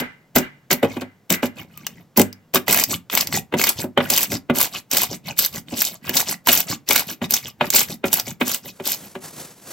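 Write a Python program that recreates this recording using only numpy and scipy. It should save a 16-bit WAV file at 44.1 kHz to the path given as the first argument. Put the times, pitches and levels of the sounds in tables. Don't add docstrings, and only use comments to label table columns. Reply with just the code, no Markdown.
import sys
import numpy as np
from scipy import signal
from scipy.fft import rfft, irfft
from scipy.io import wavfile
from scipy.ndimage import uniform_filter1d, minimum_filter1d

SR = 44100
rng = np.random.default_rng(int(sys.argv[2]) if len(sys.argv) > 2 else 0)


def to_wav(sig):
    pcm = np.clip(np.atleast_2d(sig), -1, 1) * 32767
    pcm = np.round(pcm).astype(np.int16)
    wavfile.write(sys.argv[1], SR, pcm.T)


N = 428652
TIME = np.arange(N) / SR

# pitch_hz, level_db
HUSH_COLOUR = [(25, -22.5), (70, -25), (140, -3.5), (300, -15), (800, -22), (3000, -35), (16000, -41)]
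# pitch_hz, t60_s
ROOM_T60 = [(100, .3), (400, .21), (1000, .17), (2100, .17), (4000, .15), (14000, .13)]
# pitch_hz, level_db
ROOM_LEVELS = [(100, -8), (400, -13), (1000, -14), (2100, -12), (4000, -19.5), (14000, -15.5)]
# time_s, level_db
TUB_RUBS = [(8.72, -53.5), (8.98, -41.5), (9.2, -49), (9.26, -32.5), (9.32, -44), (9.4, -33.5),
            (9.56, -50.5), (9.71, -36.5)]
# pitch_hz, level_db (per Hz)
RUB_COLOUR = [(50, -11), (160, 11), (400, 8), (1000, 2), (3000, -3.5), (7000, 0.5), (10000, 3.5),
              (16000, -11)]
# start_s, length_s, level_db, lingering_ring_db
POKES = [(0.0, 0.0056, -26.5, -27), (0.357, 0.031, -21.5, -26.5), (0.71, 0.025, -19.5, -32.5),
         (0.831, 0.016, -34.5, -43.5), (1.013, 0.0028, -36, -42), (1.303, 0.047, -24, -31.5),
         (1.43, 0.035, -32, -43), (2.169, 0.05, -25.5, -34), (2.543, 0.029, -21, -61),
         (8.058, 0.024, -30, -53), (8.407, 0.026, -34, -47)]
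# pitch_hz, level_db
AFTER_RING_TONES = [(1610, 0.5), (1745, -1.5), (2030, 7.5), (2260, -3.5), (2370, -17.5), (2790, -4)]
# time_s, pitch_hz, level_db
SQUEAK_PATH = [(1.735, 1310, -62), (1.77, 1220, -49), (1.805, 1170, -54), (1.825, 1130, -62)]
# start_s, level_db, pitch_hz, slap_db (relative to the plop)
PLOPS = [(0.002, -20.5, 242.2, -9), (0.361, -6, 375, -3), (0.388, -18, 243.7, -10),
         (0.712, -14.5, 382.2, 4), (0.736, -21, 241.5, -25), (0.829, -5.5, 459, -5),
         (0.847, -13.5, 241.2, -4.5), (0.967, -18, 242.3, -5.5), (1.018, -21, 253, 1),
         (1.308, -13.5, 181.2, -23), (1.43, -11.5, 244.3, -1), (2.177, -6, 201.7, -12),
         (2.198, -4.5, 247.4, -25), (2.544, -10.5, 377.4, -19), (2.565, -21, 234, 12.5),
         (2.681, -17.5, 411, -9), (3.524, -20.5, 433, -1.5), (3.539, -8.5, 227.7, -3),
         (3.841, -17.5, 230.6, -22), (3.975, -5.5, 566, 2), (4.003, -15.5, 535, 6), (4.498, -9, 235.7, -2),
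         (5.724, -21, 234, -24), (6.094, -20, 240.5, -13), (6.484, -11.5, 660, 1.5),
         (7.217, -17, 188.2, -0.5), (7.61, -11, 585, 5.5), (8.041, -11, 249, 1.5), (8.412, -14, 244.6, 8.5),
         (8.799, -22, 381.4, -3.5), (9.153, -24.5, 378.5, 0.5)]
# pitch_hz, level_db, t60_s
TABLE_MODES = [(99.4, -22, 0.26), (158.5, -16, 0.17), (195.3, -12.5, 0.17), (245, -6.5, 0.18),
               (369, -12, 0.15), (542, -13, 0.07), (588, -14.5, 0.099)]
# middle_s, half_length_s, squish_db
GRIPS = [(0.933, 0.046, -40), (1.6, 0.025, -39), (1.821, 0.083, -51), (1.993, 0.035, -54.5),
         (3.277, 0.017, -37.5), (4.049, 0.031, -32.5), (5.291, 0.023, -30.5), (5.731, 0.029, -34.5),
         (6.087, 0.029, -31.5), (7.243, 0.013, -28.5), (7.655, .028, -31.5)]
# start_s, end_s, crackle_db, squish_db, pause_s (until the fingers peel off), peel_db, gurgle_db
SQUEEZES = [(2.696, 2.815, -17, -22, 0.11, -26.5, -28), (3.134, 3.218, -20.5, -27, 0.14, -24.5, -27),
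            (3.595, 3.698, -20.5, -23.5, 0.11, -31, -31.5), (4.115, 4.238, -18, -26.5, 0.1, -30, -25.5),
            (4.568, 4.65, -19.5, -26.5, 0.11, -33, -42.5), (4.932, 5.042, -20, -26.5, 0.087, -35.5, -32.5),
            (5.394, 5.453, -18.5, -31.5, 0.11, -34.5, -35), (5.78, 5.878, -21.5, -35.5, 0.05, -41.5, -46),
            (6.154, 6.212, -18, -26.5, 0.093, -25.5, -34), (6.481, 6.604, -18.5, -26, 0.11, -28.5, -30.5),
            (6.9, 7.005, -20, -25.5, 0.099, -33, -37), (7.32, 7.376, -22.5, -33, 0.091, -36.5, -42),
            (7.743, 7.818, -14.5, -24.5, 0.097, -36, -33.5),
            (8.131, 8.196, -24.5, -31, 0.094, -35.5, -33.5), (8.473, 8.555, -23.5, -33.5, 0.12, -39.5, -40),
            (8.864, 8.938, -21, -35, .111, -47, -45)]
# start_s, snap_db, body_db, body_pitch_hz
POPS = [(0.36, -4.5, -8, 3370), (0.383, -17, -22, 1490), (0.713, -11, -31, 663), (0.729, -12.5, -12, 2330),
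        (1.303, -10, -18.5, 3060), (1.325, -13, -22, 3000), (1.775, -34, -42, 1210),
        (1.867, -20, -18, 2870), (2.173, -1.5, -14, 980), (2.196, -10, -14, 2040), (2.216, -11.5, -33, 700),
        (2.328, -35, -41.5, 3560), (2.546, -4.5, -16.5, 2760), (2.557, -12.5, -11.5, 1134),
        (2.681, -20.5, -11.5, 1980), (2.726, -3, -10.5, 2100), (2.838, -9.5, -23, 2040),
        (3.099, -43, -19, 3400), (3.151, -16.5, -15.5, 4550), (3.174, -12, -6.5, 2230),
        (3.209, -10, -29, 2600), (3.272, -19.5, -33, 2010), (3.326, -43, -13.5, 4300),
        (3.596, -27.5, -12, 2690), (3.639, -6, -9, 2200), (3.691, -2, -27, 794), (4.102, -6.5, -13, 3300),
        (4.126, -23, -25, 770), (4.176, -7.5, -10.5, 3170), (4.319, -22.5, -22.5, 2100),
        (4.613, -6, -9.5, 3760), (4.914, -16.5, -24, 4300), (4.948, -24, -17, 3900), (4.97, -3, -10, 3930),
        (5.389, -2, -13, 4040), (5.461, -16, -34, 3400), (5.819, -12, -15.5, 2570),
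        (6.094, -18.5, -19, 1710), (6.168, 1, -20, 1010), (6.472, -12, -11, 970), (6.486, -1, 5, 4300),
        (6.528, 2, -5, 3360), (6.889, -11.5, -32, 2630), (6.908, -8, -1.5, 2280), (6.959, -1.5, -2, 3950),
        (7.308, -13, -34, 4270), (7.338, -2, -10, 4170), (7.703, -12, -23, 3320), (7.759, 3.5, -5, 4300),
        (8.13, -4.5, -21, 890), (8.139, -5, -28, 680), (8.198, -15.5, -22, 4550), (8.48, -18, -29, 4320),
        (8.546, -18.5, -20.5, 2800)]
# pitch_hz, level_db (per Hz)
CRACKLE_COLOUR = [(1500, -11), (3000, -2), (4500, 1), (8000, 3), (10000, -1.5), (12500, 8), (16000, 5)]
SQUISH_COLOUR = [(300, -20), (700, -4), (1500, -6.5), (2600, 0.5), (4000, -10), (7000, -6)]
SQUELCH_COLOUR = [(30, -20.5), (70, -14.5), (110, -14.5), (240, -0.5), (310, -4), (560, -5.5), (900, -20),
                  (2000, -25)]
GURGLE_COLOUR = [(40, -22.5), (85, -6), (160, 0.5), (240, 1), (320, -8), (560, -12.5), (900, -21),
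                 (2000, -26)]

SQUELCH_BELOW_SQUISH_DB = 7.5
POPS_PER_S, POP_SNAP_DB, POP_BODY_DB, POP_SPREAD_DB = 34, 4.5, -2, 1
POP_LOW_HZ, POP_HIGH_HZ = 1570, 4670
CLOSING_GULP_DB, LIFTING_GULP_DB, LIFTING_LEAD_S = 4.5, 6.0, 0.016
GULP_HZ, GULP_SLAP_DB = 248.5, -13.5
PEEL_HALF_S, PEEL_FIZZ_DB, PEEL_SQUISH_DB = 0.024, 2.5, -2
GRIP_FIZZ_DB, GRIP_GURGLE_DB, GRIP_GURGLE_SHARE = -7, -17, 0.56
CUTOFF_HZ = 16000


def from_db(db):
    return 10 ** (np.asarray(db) / 20)


def rms_one(x):
    return x / np.sqrt(np.mean(x ** 2) + 1e-20)


def at_hz(points, hz):
    table_hz, values = np.transpose(points)
    return np.interp(np.log(np.maximum(hz, 1)), np.log(table_hz), values)


def colour(x, spectrum, size=4096):
    gains = from_db(at_hz(spectrum, np.fft.rfftfreq(size, 1 / SR)))
    cepstrum = irfft(np.log(gains))
    cepstrum[1:size // 2] *= 2
    cepstrum[size // 2 + 1:] = 0
    impulse = irfft(np.exp(rfft(cepstrum)))
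    return signal.oaconvolve(x, impulse[None], axes=1)[:, :N]


def ring(clicks, hz, t60):
    r = from_db(-60 / (t60 * SR))
    w = 2 * np.pi * hz / SR
    return signal.lfilter([0, np.sin(w)], [1, -2 * r * np.cos(w), r * r], clicks + 1e-18)


def add(out, s, sound, pan_db=0):
    i = max(round(s * SR), 0)
    sides = from_db([[pan_db / 2], [-pan_db / 2]])
    out[:, i:i + sound.shape[-1]] += sides * sound[..., :N - i]


def drift(rate):
    knots = rng.standard_normal(4000)
    return 1.2 * np.interp(TIME * min(rate, 400), np.arange(len(knots)), knots)


def stereo_noise(size, width):
    mid, side = rng.standard_normal((2, size))
    return (mid + width * side * [[1], [-1]]) / np.sqrt(1 + width ** 2)


def push(start, end, rise_s, fade_s):
    before = np.maximum(start - TIME, 0) / rise_s
    after = np.maximum(TIME - end, 0) / fade_s
    return np.exp(-np.minimum(before ** 2 + after, 30))


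def bubbles(per_s, low_hz, high_hz, cycles, spread_db, spectrum, even_s, tear_s, patchy_db, width,
            count=16, size=4):
    born = np.flatnonzero(rng.random(N) < per_s / SR)
    strengths = from_db(spread_db * np.minimum(rng.exponential(1, len(born)), 4))
    log_pitch = rng.uniform(np.log(low_hz), np.log(high_hz), len(born))
    delays = (tear_s * SR * rng.exponential(1, (size, len(born)))).astype(int)
    tears = np.minimum(born + delays, N - 1)
    out = np.zeros((2, N))
    for hz in np.geomspace(low_hz, min(high_hz, .42 * SR), count):
        closeness = 1 / (1 + ((np.log(hz) - log_pitch) / 0.19) ** 2)
        strength = strengths * closeness * from_db(patchy_db * drift(70)[born])
        clicks = np.zeros((2, N))
        for at in tears:
            clicks[:, at] += strength * stereo_noise(len(at), width)
        out += np.sqrt(hz) * ring(clicks, hz, cycles / hz)
    out = colour(out, spectrum)
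    window = int(even_s * SR)
    power = uniform_filter1d(uniform_filter1d(np.mean(out ** 2, axis=0), window), window)
    return out / np.sqrt(np.abs(power) + 1e-4 * np.mean(power))


def hush(level_db=-57, width=0.17):
    return from_db(level_db) * rms_one(colour(stereo_noise(N, width), HUSH_COLOUR))


def room(x, near_db=-10, near_s=0.0047, near_hz=1500, width=0.4, count=12):
    t = TIME[:SR // 2]
    near = stereo_noise(len(t), 0.061) * np.exp(-t / near_s) * (t > .001)
    near = signal.sosfilt(signal.butter(2, near_hz, "high", fs=SR, output="sos"), near)
    echo = from_db(near_db) * rms_one(near) / np.sqrt(len(t))
    edges = np.geomspace(60, 17000, count + 1)
    for low, high in zip(edges, edges[1:]):
        hz = np.sqrt(low * high)
        fade = np.exp(-t * np.log(1000) / at_hz(ROOM_T60, hz)) * (1 - np.exp(-t / 0.011))
        band_filter = signal.butter(2, [low, high], "band", fs=SR, output="sos")
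        band = signal.sosfilt(band_filter, stereo_noise(len(t), width))
        echo += from_db(at_hz(ROOM_LEVELS, hz)) * band * fade / np.linalg.norm(fade)
    return x + signal.oaconvolve(x, echo, axes=1)[:, :N]


def side_echo(x, level_db=-9, fade_s=0.012, low_hz=4000, high_hz=8200):
    t = TIME[:SR // 30]
    band = signal.butter(2, [low_hz, high_hz], "band", fs=SR, output="sos")
    glance = rms_one(rng.standard_normal(len(t)) * np.exp(-t / fade_s)) / np.sqrt(len(t))
    echoed = signal.oaconvolve(x.mean(axis=0), glance)[:N]
    return from_db(level_db) * signal.sosfilt(band, echoed) * [[1], [-1]]


def rubbing(level_db=-1, grain_db=2.5, width=0.13):
    s, db = np.transpose(TUB_RUBS)
    level = np.interp(TIME, s, db, left=-np.inf) + level_db + grain_db * drift(120)
    return from_db(level) * rms_one(colour(stereo_noise(N, width), RUB_COLOUR))


def after_ring(fade_s=0.056, waver_db=3):
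    level = sum(from_db(db) * push(s, s + length, rise_s=0.0017, fade_s=fade_s) for s, length, _, db in POKES)
    air = stereo_noise(N, 1.0)
    tones = sum(from_db(db + waver_db * drift(25)) * ring(air, hz, .022) for hz, db in AFTER_RING_TONES)
    return level * rms_one(tones)


def squeak():
    s, hz, db = np.transpose(SQUEAK_PATH)
    level = from_db(np.interp(TIME, s, db, left=-np.inf, right=-np.inf))
    phase = 2 * np.pi * np.cumsum(np.interp(TIME, s, hz)) / SR
    return level * np.sin(phase)


def skin_smacks(level_db=-24, fade_s=0.0076, low_hz=3500, width=0.21):
    out, t = np.zeros((2, N)), TIME[:SR // 10]
    bright = signal.butter(2, low_hz, "high", fs=SR, output="sos")
    for s, db, _, _ in PLOPS:
        smack = signal.sosfilt(bright, stereo_noise(len(t), width) * np.exp(-t / fade_s))
        add(out, s, from_db(db + level_db) * smack)
    return out


def peels():
    rows = []
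    for _, end, _, _, pause, db, gurgle in SQUEEZES:
        rows.append((end + pause, PEEL_HALF_S, db + PEEL_FIZZ_DB, db + PEEL_SQUISH_DB, gurgle))
    for s, half, db in GRIPS:
        rows.append((s, half, db + GRIP_FIZZ_DB, db, GRIP_GURGLE_DB + GRIP_GURGLE_SHARE * db))
    return rows


def gurgles(level_db=-3, start_hz=290, end_hz=170, lag_s=0.0217, length_s=0.026, wobble=0.19, rough=0.33):
    out = np.zeros((2, N))
    t = TIME[:SR // 5] - .1
    waver, flutter = drift(90), drift(130)
    opened = .5 + .5 * np.tanh(t / length_s)
    for middle, _, _, _, db in peels():
        first = min(int(middle * SR), N - len(t))
        here = slice(first, first + len(t))
        hz = (start_hz + (end_hz - start_hz) * opened) * (1 + wobble * (waver[here] + rng.normal()))
        note = np.sin(2 * np.pi * np.cumsum(hz) / SR) * (1 + rough * flutter[here])
        add(out, middle + lag_s + t[0], from_db(db + level_db) * note * np.exp(-(t / length_s) ** 2))
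    return out


def peeling(fizz_db=1, squish_db=-1.0, gurgle_db=-2, gurgle_stretch=1.35, skirt=2.3):
    swell = np.zeros((3, N))
    for middle, half, *levels in peels():
        near = np.abs(TIME - middle) < 5 * half
        away = np.abs(TIME[near] - middle) / (half * np.array([[1], [1], [gurgle_stretch]]))
        swell[:, near] += from_db(levels)[:, None] * np.exp(-.5 * away ** skirt)
    fine = bubbles(3500, 2820, 14300, cycles=14, spread_db=4.5, spectrum=CRACKLE_COLOUR, even_s=0.012,
                   tear_s=0.00048, patchy_db=8, width=0.043, count=12)
    wet = bubbles(750, 458, 5560, cycles=25, spread_db=-2.0, spectrum=SQUISH_COLOUR, even_s=0.075,
                  tear_s=.001, patchy_db=6.5, width=0.49, count=20)
    low = bubbles(220, 81, 860, cycles=10.0, spread_db=1.5, spectrum=GURGLE_COLOUR, even_s=0.034,
                  tear_s=.002, patchy_db=3.5, width=0.15, count=14)
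    return (from_db(fizz_db) * fine * swell[0]
            + from_db(squish_db) * wet * swell[1]
            + from_db(gurgle_db) * low * swell[2])


def gulps():
    rows = []
    for start, end, _, squish, pause, _, gurgle in SQUEEZES:
        rows.append((start, squish + CLOSING_GULP_DB, GULP_HZ, GULP_SLAP_DB))
        rows.append((end + pause - LIFTING_LEAD_S, gurgle + LIFTING_GULP_DB, GULP_HZ, GULP_SLAP_DB))
    return rows


def cavity_ring(t, low_hz, high_hz, ring_s, count=4):
    hz = np.geomspace(low_hz, high_hz, count) * np.exp(rng.normal(0, 0.089, count))
    tones = np.sin(2 * np.pi * np.outer(t, hz)) @ rng.choice([-1, 1], count)
    return tones * np.exp(-t / ring_s) / np.sqrt(count)


def plops(air_db=-1, slap_db=-6, pocket_db=-8, flutter_db=-9, table_db=0, glide=2.671, glide_s=0.002015,
          air_s=0.014, slap_s=0.0082, flutter_s=0.017, dull_hz=3900, table_db_per_octave=-2.5, uneven_db=2.0):
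    air, pushes = np.zeros((2, N)), np.zeros((2, N))
    since = TIME[:SR // 5] - .02
    t = np.maximum(since, 0)
    opening = 1 - np.exp(-(t / .0014) ** 2)
    leak = from_db(-21) * np.exp(-np.abs(since) / .003)
    slap_band = signal.butter(2, [750, 3200], "band", fs=SR, output="sos")
    flutter_band = signal.butter(2, [300, 750], "band", fs=SR, output="sos")
    for s, db, hz, slap_rel_db in PLOPS + gulps():
        phase = 2 * np.pi * np.cumsum(hz * (1 + glide * np.exp(-t / glide_s))) / SR
        gulp = from_db(air_db) * np.sin(phase) * np.exp(-t / air_s)
        lips = rms_one(signal.sosfilt(slap_band, stereo_noise(len(t), 0.54)))
        folds = rms_one(signal.sosfilt(flutter_band, stereo_noise(len(t), .33)))
        pocket = cavity_ring(t, 900, 2500, ring_s=.008)
        slap = from_db(slap_db) * lips * np.exp(-t / slap_s) + from_db(pocket_db) * pocket
        flutter = from_db(flutter_db) * folds * np.exp(-t / flutter_s)
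        burst = gulp + from_db(slap_rel_db) * slap + flutter
        leaking = leak * (folds + from_db(slap_rel_db) * lips)
        add(air, s - .021, from_db(db) * (opening * burst + leaking))
        push_db = db + table_db + table_db_per_octave * np.log2(hz / GULP_HZ)
        add(pushes, s + 0.004145, from_db([push_db]))
    table = np.zeros(N)
    for k, (hz, db, t60) in enumerate(TABLE_MODES):
        table += (-1) ** k * ring(pushes[0] * from_db(db + uneven_db * drift(10)), hz, t60)
    return signal.sosfilt(signal.butter(8, dull_hz, fs=SR, output="sos"), air + table)


def chance_pops(count=8):
    rows = []
    for start, end, crackle, squish, *_ in SQUEEZES:
        for k, (when, pitch, size, cavity) in enumerate(rng.random((count, 4))):
            s = start + (k + when) / POPS_PER_S
            snap = crackle + POP_SNAP_DB + POP_SPREAD_DB * (2 * size - 1)
            body = squish + POP_BODY_DB + POP_SPREAD_DB * (2 * cavity - 1)
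            if s < end:
                rows.append((s, snap, body, POP_LOW_HZ * (POP_HIGH_HZ / POP_LOW_HZ) ** pitch))
    return rows


def pops(snap_db=8, body_db=4, tear_s=0.0016, rise_s=.0005, rasp=0.57, formant=0.66, width=0.057, pan_db=2):
    snaps, bodies, t = np.zeros((2, N)), np.zeros((2, N)), TIME[:SR // 40]
    wet_band = signal.butter(2, [600, 4200], "band", fs=SR, output="sos")
    opening = 1 - np.exp(-t / rise_s)
    for s, snap, body, hz in POPS + chance_pops():
        tear, splash = stereo_noise(len(t), width), stereo_noise(len(t), width)
        place, film_hz = rng.normal(0, pan_db), rng.uniform(4000, 14000)
        film = signal.lfilter(*signal.iirpeak(film_hz, 4, fs=SR), tear)
        tear = rms_one(tear + formant * rms_one(film)) * np.exp(-t / tear_s)
        cavity = np.sin(2 * np.pi * hz * t) * np.exp(-t * hz / 4.5)
        splash = rasp * rms_one(signal.sosfilt(wet_band, splash)) * np.exp(-t / (2 * tear_s))
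        add(snaps, s - rise_s, from_db(snap + snap_db) * opening * tear, place)
        add(bodies, s - rise_s, from_db(body + body_db) * opening * (cavity + splash), place)
    return colour(snaps, CRACKLE_COLOUR) + bodies


def kneading(crackle_db=-3.0, squish_db=-1, squelch_db=-2, poke_squish_db=-3, poke_squelch_db=-5):
    flow = np.zeros((3, N))
    for start, end, crackle, squish, *_ in SQUEEZES:
        levels = from_db([crackle, squish, squish - SQUELCH_BELOW_SQUISH_DB])
        flow += np.outer(levels, push(start, end, rise_s=0.017, fade_s=0.016))
    spurt = sum(from_db(db) * push(s, s + length, rise_s=0.0048, fade_s=0.0068) for s, length, db, _ in POKES)
    fine = bubbles(2600, 2500, 16000, cycles=12, spread_db=3.8, spectrum=CRACKLE_COLOUR, even_s=.018,
                   tear_s=.0008, patchy_db=3, width=.3, count=22)
    wet = bubbles(700, 480, 5000, cycles=9.2, spread_db=3.5, spectrum=SQUISH_COLOUR, even_s=0.041,
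                  tear_s=.0007, patchy_db=7.0, width=0.65, count=26)
    low = bubbles(300, 97, 900, cycles=6.6, spread_db=0.5, spectrum=SQUELCH_COLOUR, even_s=0.0042,
                  tear_s=.002, patchy_db=1, width=0.39, count=8)
    return (fine * (from_db(crackle_db) * flow[0] + spurt)
            + wet * (from_db(squish_db) * flow[1] + from_db(poke_squish_db) * spurt)
            + low * (from_db(squelch_db) * flow[2] + from_db(poke_squelch_db) * spurt))


def scene():
    slime = squeak() + skin_smacks() + gurgles() + peeling() + plops() + pops() + kneading()
    return hush() + rubbing() + after_ring() + side_echo(slime) + room(slime)


def record(dry, port_hz=9500, port_width_hz=3200, ceiling=0.95, hold_s=0.00033):
    r = np.exp(-np.pi * port_width_hz / SR)
    poles = np.array([1, -2 * r * np.cos(2 * np.pi * port_hz / SR), r * r])
    ports = np.array([dry[0], signal.lfilter(poles[::-1], poles, dry[1])])
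    allowed = np.minimum(1, ceiling / (np.abs(ports).max(axis=0) + 1e-9))
    hold = int(hold_s * SR)
    gain = uniform_filter1d(minimum_filter1d(allowed, hold), hold)
    top_cut = signal.ellip(10, .2, 70, CUTOFF_HZ, fs=SR, output="sos")
    return signal.sosfilt(top_cut, gain * ports)


dry = scene()
out = record(dry)
to_wav(out)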